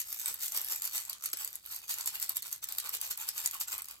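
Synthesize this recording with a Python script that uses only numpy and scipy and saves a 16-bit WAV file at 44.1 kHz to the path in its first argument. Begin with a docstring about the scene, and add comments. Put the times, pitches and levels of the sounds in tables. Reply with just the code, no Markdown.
"""Beads shaken out of a small packet

Tiny plastic beads are shaken and squeezed out of a packet into a pot and tray, on a table near a stereo recorder.
Each shake is a swarm of short noisy bead ticks over a duller swarm of ticks for the rustling film.
Single bead clicks and crisp film snaps are louder ticks; hollow pops are brief fading tones.
The packet thuds softly when it flexes hard. The small, quiet room adds a short tail, faint rumble and hiss."""
import sys
import numpy as np
from scipy import signal
from scipy.fft import rfft, irfft, next_fast_len
from scipy.io import wavfile
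from scipy.ndimage import uniform_filter1d

SR = 44100
rng = np.random.default_rng(int(sys.argv[2]) if len(sys.argv) > 2 else 0)


def output_pcm(signal):
    """Save a mono or channel-first signal as 16-bit PCM at the path in sys.argv[1].

    Samples are clipped to [-1, 1] before scaling.
    """
    pcm = np.clip(np.atleast_2d(signal).T, -1, 1) * 32767
    wavfile.write(sys.argv[1], SR, np.round(pcm).astype(np.int16))


N = 176400  # length in samples: 4 s

# Source levels in the tables are relative: each layer has its own gain later. Only the shape of a spectrum counts.
# shakes of the packet: (peak time [s], length [s], bead rattle level [dB], film rustle level [dB])
SHAKES = [(0.0, 0.063, -27.5, -51.5), (0.125, 0.51, -38.5, -59), (0.213, 0.21, -37, -66),
          (0.285, 0.23, -33.5, -48), (0.434, 0.23, -31.5, -53), (0.562, 0.22, -30.5, -47),
          (0.705, 0.38, -34.5, -55), (0.721, 0.092, -30.5, -46.5), (0.848, 0.19, -34, -50),
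          (0.959, 0.21, -29.5, -50.5), (1.104, 0.25, -42, -55.5), (1.25, 0.2, -35.5, -53),
          (1.335, 0.011, -30, -46), (1.413, 0.26, -36, -50.5), (1.549, 0.16, -45.5, -60.5),
          (1.661, 0.21, -47.5, -61), (1.729, 0.25, -37, -56.5), (1.838, 0.11, -45, -57.5),
          (1.905, 0.12, -27.5, -50), (1.998, 0.33, -38, -51), (2.075, 0.089, -29.5, -52.5),
          (2.148, 0.14, -36, -51.5), (2.226, 0.12, -30.5, -52.5), (2.301, 0.13, -38, -50),
          (2.365, 0.086, -32.5, -55.5), (2.464, 0.2, -39.5, -54), (2.529, 0.13, -38, -57.5),
          (2.632, 0.057, -35, -52.5), (2.709, 0.28, -40.5, -54.5), (2.786, 0.094, -34, -54.5),
          (2.86, 0.21, -37, -50), (2.941, 0.09, -30, -48), (3.041, 0.25, -35.5, -49.5),
          (3.111, 0.067, -28.5, -47.5), (3.215, 0.23, -35.5, -49.5), (3.284, 0.088, -34, -51),
          (3.39, 0.27, -34.5, -49.5), (3.45, 0.1, -34, -49.5), (3.544, 0.14, -37, -49),
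          (3.612, 0.08, -29.5, -48), (3.685, 0.086, -35.5, -51), (3.727, 0.11, -31, -45.5),
          (3.792, 0.11, -41, -50), (3.903, 0.27, -46, -56)]
# spectrum of hard contacts, both beads and film snaps: (frequency [Hz], density [dB per Hz])
BEAD_SPECTRUM = [(200,-33),(900,-26),(2000,-11),(3200,-12),(4500,-7),(6000,-6.5),(7300,-2.5),(8400,1),(9600,-3.5),(12000,3.5),(14000,-0.5),(16000,-10)]

RISE_SHARE, EDGE_DB = 0.31, -27.5  # share of a stroke spent swelling; level at its two ends, against the peak
SNAP_TILT_DB = 6  # extra treble of a snap
POP_T60 = .025  # T60: time to fade by 60 dB, in seconds
FLOOR_DB = -74
# contacts per second at the strongest moment, spread of their strengths, fade time [s]
BEADS_PER_S, BEAD_SPREAD_DB, BEAD_T60 = 2800, 4, 0.0034
CREASES_PER_S, CREASE_SPREAD_DB, FILM_T60 = 900, 2, .012
CLICK_T60, CLICK_LENGTH_S, USUAL_CLICK_DB = .0042, .003, -31  # fade time [s] at the usual level
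BEAD_ROOM_DB, FILM_ROOM_DB = -7.5, -13  # how much of each goes into the room tail
CUTOFF_HZ = 16050
# each contact rings briefly at a pitch of its own
RING_DB, RING_WIDTH_HZ, RING_RANGE_HZ = 10, 170, (2200, 8000)
HARDNESS, TILT_RANGE_HZ = .12, (7000, 12000)  # dB of treble per dB of force; where the treble tilt starts and is full
CROWDING = .8  # contacts per second grow with the level of the stroke, to this power
COLOUR_DB = 3.3  # random unevenness of each contact's spectrum
CRACK_DB, CRACK_T60 = -8, .0008  # the hard crack at the start of a contact; fade time [s]
BEAD_DB, FILM_DB, FLEX_DB = -3.5, 0.58, 1.5  # layer gains
CLICK_DB, SNAP_DB = -1, -1.5


def amp(db):
    """Turns decibels into gain."""
    return 10 ** (np.asarray(db) / 20)


def read(points, hz):
    """Reads a table between its points, on a log-frequency axis."""
    f, value = np.transpose(points)
    return np.interp(np.log(hz + 1), np.log(f), value)


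def add(mix, s, sound):
    """Mixes a stereo sound in at a time in seconds."""
    part = mix[:, max(round(s * SR), 0):][:, :sound.shape[1]]
    part += sound[:, :part.shape[1]]


def at_mics(pair, spectrum):
    """Colours two unrelated signals and blends them into what the two microphones hear; keeps the power."""
    # how alike the two microphones are: (frequency [Hz], likeness [0 to 1])
    likeness = [(60,0.95),(1200,0.52),(4000,0.66),(7200,0.27),(9700,1),(16000,0.67)]
    # loudness balance: (frequency [Hz], left minus right [dB])
    balance_db = [(380,0),(700,-4),(3300,-0.5),(4500,2.5),(7500,-0.5)]
    # which side hears it first: (frequency [Hz], lead of the left [ms])
    lead_ms = [(1000,0.17),(2000,-0.27),(3400,-0.16),(4300,0.21),(5800,0.317),(16000,0.201)]
    size = next_fast_len(pair.shape[1] + 4096)
    hz = np.fft.rfftfreq(size, 1 / SR)
    a, b = rfft(pair, size)
    same = np.clip(read(likeness, hz), 0, 1)
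    side = amp(read(balance_db, hz) / 2)
    lag = np.exp(-2j * np.pi * hz * read(lead_ms, hz) / 1000)
    left, right = a, lag * (same * a + np.sqrt(1 - same ** 2) * b)
    colour = amp(read(spectrum, hz)) * (hz < CUTOFF_HZ + 500) * np.array([side, 1 / side])
    colour = colour / np.sqrt(np.mean(colour ** 2))
    return irfft(np.array([left, right]) * colour, size)[:, :pair.shape[1]]


def tick(t60, tilt_db=0):
    """One contact: a hard crack, a brief noise burst and near reflections, with its own colour and ring; energy 1."""
    # reflections off the table and the case: (delay [s], level [dB])
    bounces = [(.0013,-1),(.0032,-11)]
    t = np.arange(1024) / SR
    power = amp(-60 * t / t60) ** 2 + amp(CRACK_DB - 60 * t / CRACK_T60) ** 2
    for delay, db in bounces:
        power = power + (t >= delay) * amp(db - 60 * abs(t - delay) / t60) ** 2

    hz = abs(np.fft.fftfreq(len(t), 1 / SR))
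    place = np.sqrt(hz / hz.max())
    tone_db = COLOUR_DB * np.interp(place, np.linspace(0, 1, 40), rng.standard_normal(40))
    ring_hz = rng.uniform(*RING_RANGE_HZ)
    tone_db += RING_DB / (1 + ((hz - ring_hz) / RING_WIDTH_HZ) ** 2)
    tone_db += tilt_db * np.interp(hz, TILT_RANGE_HZ, [0, 1])
    # minimum phase: the filter responds at once, with no sound ahead of the contact
    tone = np.exp(np.conj(signal.hilbert(np.log(amp(tone_db)))))[:len(t) // 2 + 1]

    burst = rng.standard_normal((2, len(t))) * np.sqrt(power)
    z = rfft(burst) * tone
    heard = irfft(z * (hz[:z.shape[1]] < CUTOFF_HZ))  # only energy below the cutoff counts
    return irfft(z) / np.linalg.norm(heard, axis=1, keepdims=True)


def swells(rows):
    """Level over time of strokes (peak s, length s, dB) that set in quickly, round off and die away."""
    t, power = np.arange(0, N, 16) / SR, 1e-12
    for peak, length, db in rows:
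        u = (t - peak) / length
        rise, fall = abs(u / RISE_SHARE) ** 1.5, u / (1 - RISE_SHARE)
        away = np.where(u < 0, rise, fall)
        power = power + amp(db + EDGE_DB * away) ** 2
    return np.interp(np.arange(N) / SR, t, np.sqrt(power))


def swarm(level, per_s, spread_db, t60, count=200):
    """Random contacts that share the energy of the stroke: crowded and bright when hard, sparse and dull when gentle.
    Only a few pieces collide at any moment, so the colour keeps shifting."""
    rate = per_s * (level / level.max()) ** CROWDING
    happens = rng.random(N) < rate / SR
    size = amp(spread_db * np.minimum(rng.exponential(1, N), 4)) * happens
    # divide by the energy of the contacts nearby, so that the sum follows the level
    local = uniform_filter1d(uniform_filter1d(size ** 2, 560), 300)
    size = size * level / np.sqrt(abs(local) + 1e-6)
    # one tick sound per short stretch of time, as bright as the force there
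    force_db = 20 * np.log10(level[::N // count] / level.max())
    ticks = [tick(t60, HARDNESS * db) for db in force_db]
    kind = np.arange(N) * count // N + rng.integers(-2, 3, N)
    kind = np.clip(kind, 0, count - 1)
    out = np.zeros((2, N))
    for i in np.flatnonzero(size):
        add(out, i / SR, size[i] * ticks[kind[i]])
    return out


def contacts(rows, tilt_db):
    """Single hard contacts (s, dB); the harder ones chatter longer."""
    out = np.zeros((2, N))
    for s, db in rows:
        t60 = CLICK_T60 * np.sqrt(amp(db - USUAL_CLICK_DB))
        strength = amp(db) * np.sqrt(CLICK_LENGTH_S * SR)  # the energy of this level held for the click length
        add(out, s, strength * tick(t60, tilt_db))
    return at_mics(out, BEAD_SPECTRUM)


def background():
    """Room rumble and hiss: steady noise, strongest in the bass."""
    # (frequency [Hz], density [dB per Hz])
    floor_spectrum = [(20,-36),(55,0),(100,-4.5),(160,-10.5),(1000,-24),(16000,-42)]
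    return amp(FLOOR_DB) * at_mics(rng.standard_normal((2, N)), floor_spectrum)


def room(x):
    """Adds up many faint echoes as a short diffuse noise tail whose treble dies first."""
    # fade time of the tail: (frequency [Hz], time to fade by 60 dB [s])
    room_t60 = [(1300,0.18),(4000,0.18),(16000,0.015)]
    hz, t, z = signal.stft(rng.standard_normal((2, SR // 2)), SR, nperseg=256)
    fade = amp(-60 * t / read(room_t60, hz)[:, None])
    tail = signal.istft(z * fade, SR, nperseg=256)[1]
    tail = tail * np.minimum(np.arange(tail.shape[1]) / SR / 0.0051, 1)  # builds up over 5.1 ms
    return signal.fftconvolve(x, tail / np.linalg.norm(tail[0]), axes=1)[:, :N]


def flex_thuds():
    """The packet flexes between the fingers: a low swarm of contacts makes each soft thud."""
    # (peak time [s], length [s], level [dB])
    flexes = [(.305,0.083,-61.5),(.573,0.065,-62.5),(.722,0.06,-65),(.975,0.069,-64),(1.335,0.028,-58.5),(2.952,0.087,-63.5),(3.735,0.09,-62.5)]
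    # (frequency [Hz], density [dB per Hz])
    flex_spectrum = [(40,-13),(250,-0.5),(450,10),(700,-2.5),(4000,-58)]
    return at_mics(swarm(swells(flexes), per_s=910, spread_db=11.5, t60=0.031), flex_spectrum)


def film_rustle():
    """The film creases with each shake: many small ticks that fade more slowly than the beads."""
    # (frequency [Hz], density [dB per Hz])
    film_spectrum = [(120,-33.5),(600,-11.5),(950,-2.5),(1250,0),(1750,-9),(2400,-2),(7000,-15)]
    level = swells([(s, length, db) for s, length, _, db in SHAKES])
    return at_mics(swarm(level, CREASES_PER_S, CREASE_SPREAD_DB, FILM_T60), film_spectrum)


def pops():
    """The wall of the packet buckles with a short hollow note."""
    # (time [s], level [dB], pitch [Hz])
    pop_list = [(.72,-42,1260),(.951,-39,1250),(2.892,-40,1200),(3.553,-34,1114)]
    t, out = np.arange(SR // 10) / SR, np.zeros((2, N))
    for s, db, hz in pop_list:
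        onset = np.minimum(t * hz / 2, 1)  # swells over two cycles
        note = np.sin(2 * np.pi * hz * t + rng.random((2, 1)))
        add(out, s, onset * amp(db - 60 * t / POP_T60) * note)
    return out


def film_snaps():
    """Crisp snaps of the film: single contacts with extra treble."""
    # (time [s], level [dB])
    snap_list = [(.1267,-30.5),(.3416,-32.5),(.46,-31.5),(.6149,-31),(.6463,-32),(.7599,-31.5),
                 (.8526,-27.5),(1.4468,-30),(1.5546,-33),(1.7624,-35),(2.0595,-30.5),(2.1992,-29.5),(2.2939,-26.5),
                 (2.369,-27),(2.4228,-35),(2.8922,-31),(3.6018,-34),(3.7802,-33.5),(3.8202,-35.5),(3.8556,-41),(3.9105,-38)]
    return contacts(snap_list, SNAP_TILT_DB)


def bead_clicks():
    """Single beads strike the pot, each with one hard contact."""
    # (time [s], level [dB])
    click_list = [(0.0159, -32.5), (0.1973, -33.5), (0.2591, -25.5), (0.2825, -30.5), (0.433, -30.5),
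                  (0.4809, -32.5), (0.521, -31.0), (0.5644, -30.0), (0.5743, -24.0), (0.7754, -37.5),
                  (0.8201, -29.5), (0.8749, -32.0), (0.9793, -28.5), (1.051, -37.5), (1.0971, -29.5),
                  (1.1304, -32.5), (1.2389, -34.5), (1.2586, -27.0), (1.3314, -26.5), (1.3717, -34.0),
                  (1.4759, -33.5), (1.5294, -41.5), (1.6614, -40.0), (1.9403, -33.0), (1.9845, -33.5),
                  (2.0091, -30.0), (2.0755, -26.5), (2.1545, -29.5), (2.2257, -28.0), (2.4274, -33.5),
                  (2.5275, -29.0), (2.6413, -29.0), (2.6877, -32.0), (2.7233, -31.0), (2.7498, -37.5),
                  (2.7838, -25.5), (2.8002, -31.0), (2.9498, -30.5), (2.9688, -35.0), (3.0135, -29.0),
                  (3.1752, -33.0), (3.2886, -24.5), (3.3789, -29.0), (3.4598, -20.5), (3.4745, -30.0),
                  (3.5109, -34.0), (3.6122, -30.0), (3.844, -40.0), (3.8854, -39.0)]
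    return contacts(click_list, 0)


def beads():
    """Beads knock against each other and the pot with each shake: a dense swarm of very short ticks."""
    level = swells([(s, length, db) for s, length, db, _ in SHAKES])
    return at_mics(swarm(level, BEADS_PER_S, BEAD_SPREAD_DB, BEAD_T60), BEAD_SPECTRUM)


def scene():
    """Beads and packet, in the room."""
    soft = amp(FILM_DB) * film_rustle() + amp(FLEX_DB) * flex_thuds() + pops()
    hard = amp(BEAD_DB) * beads() + amp(CLICK_DB) * bead_clicks() + amp(SNAP_DB) * film_snaps()
    echoes = room(amp(BEAD_ROOM_DB) * hard + amp(FILM_ROOM_DB) * soft)
    return background() + echoes + soft + hard


def record(dry):
    """The recorder's band limit: a steep filter takes away everything above the cutoff."""
    low_pass = signal.firwin(401, CUTOFF_HZ, window=("kaiser", 8), fs=SR)
    return signal.oaconvolve(dry, low_pass[None], "same")


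dry = scene()
out = record(dry)
output_pcm(out)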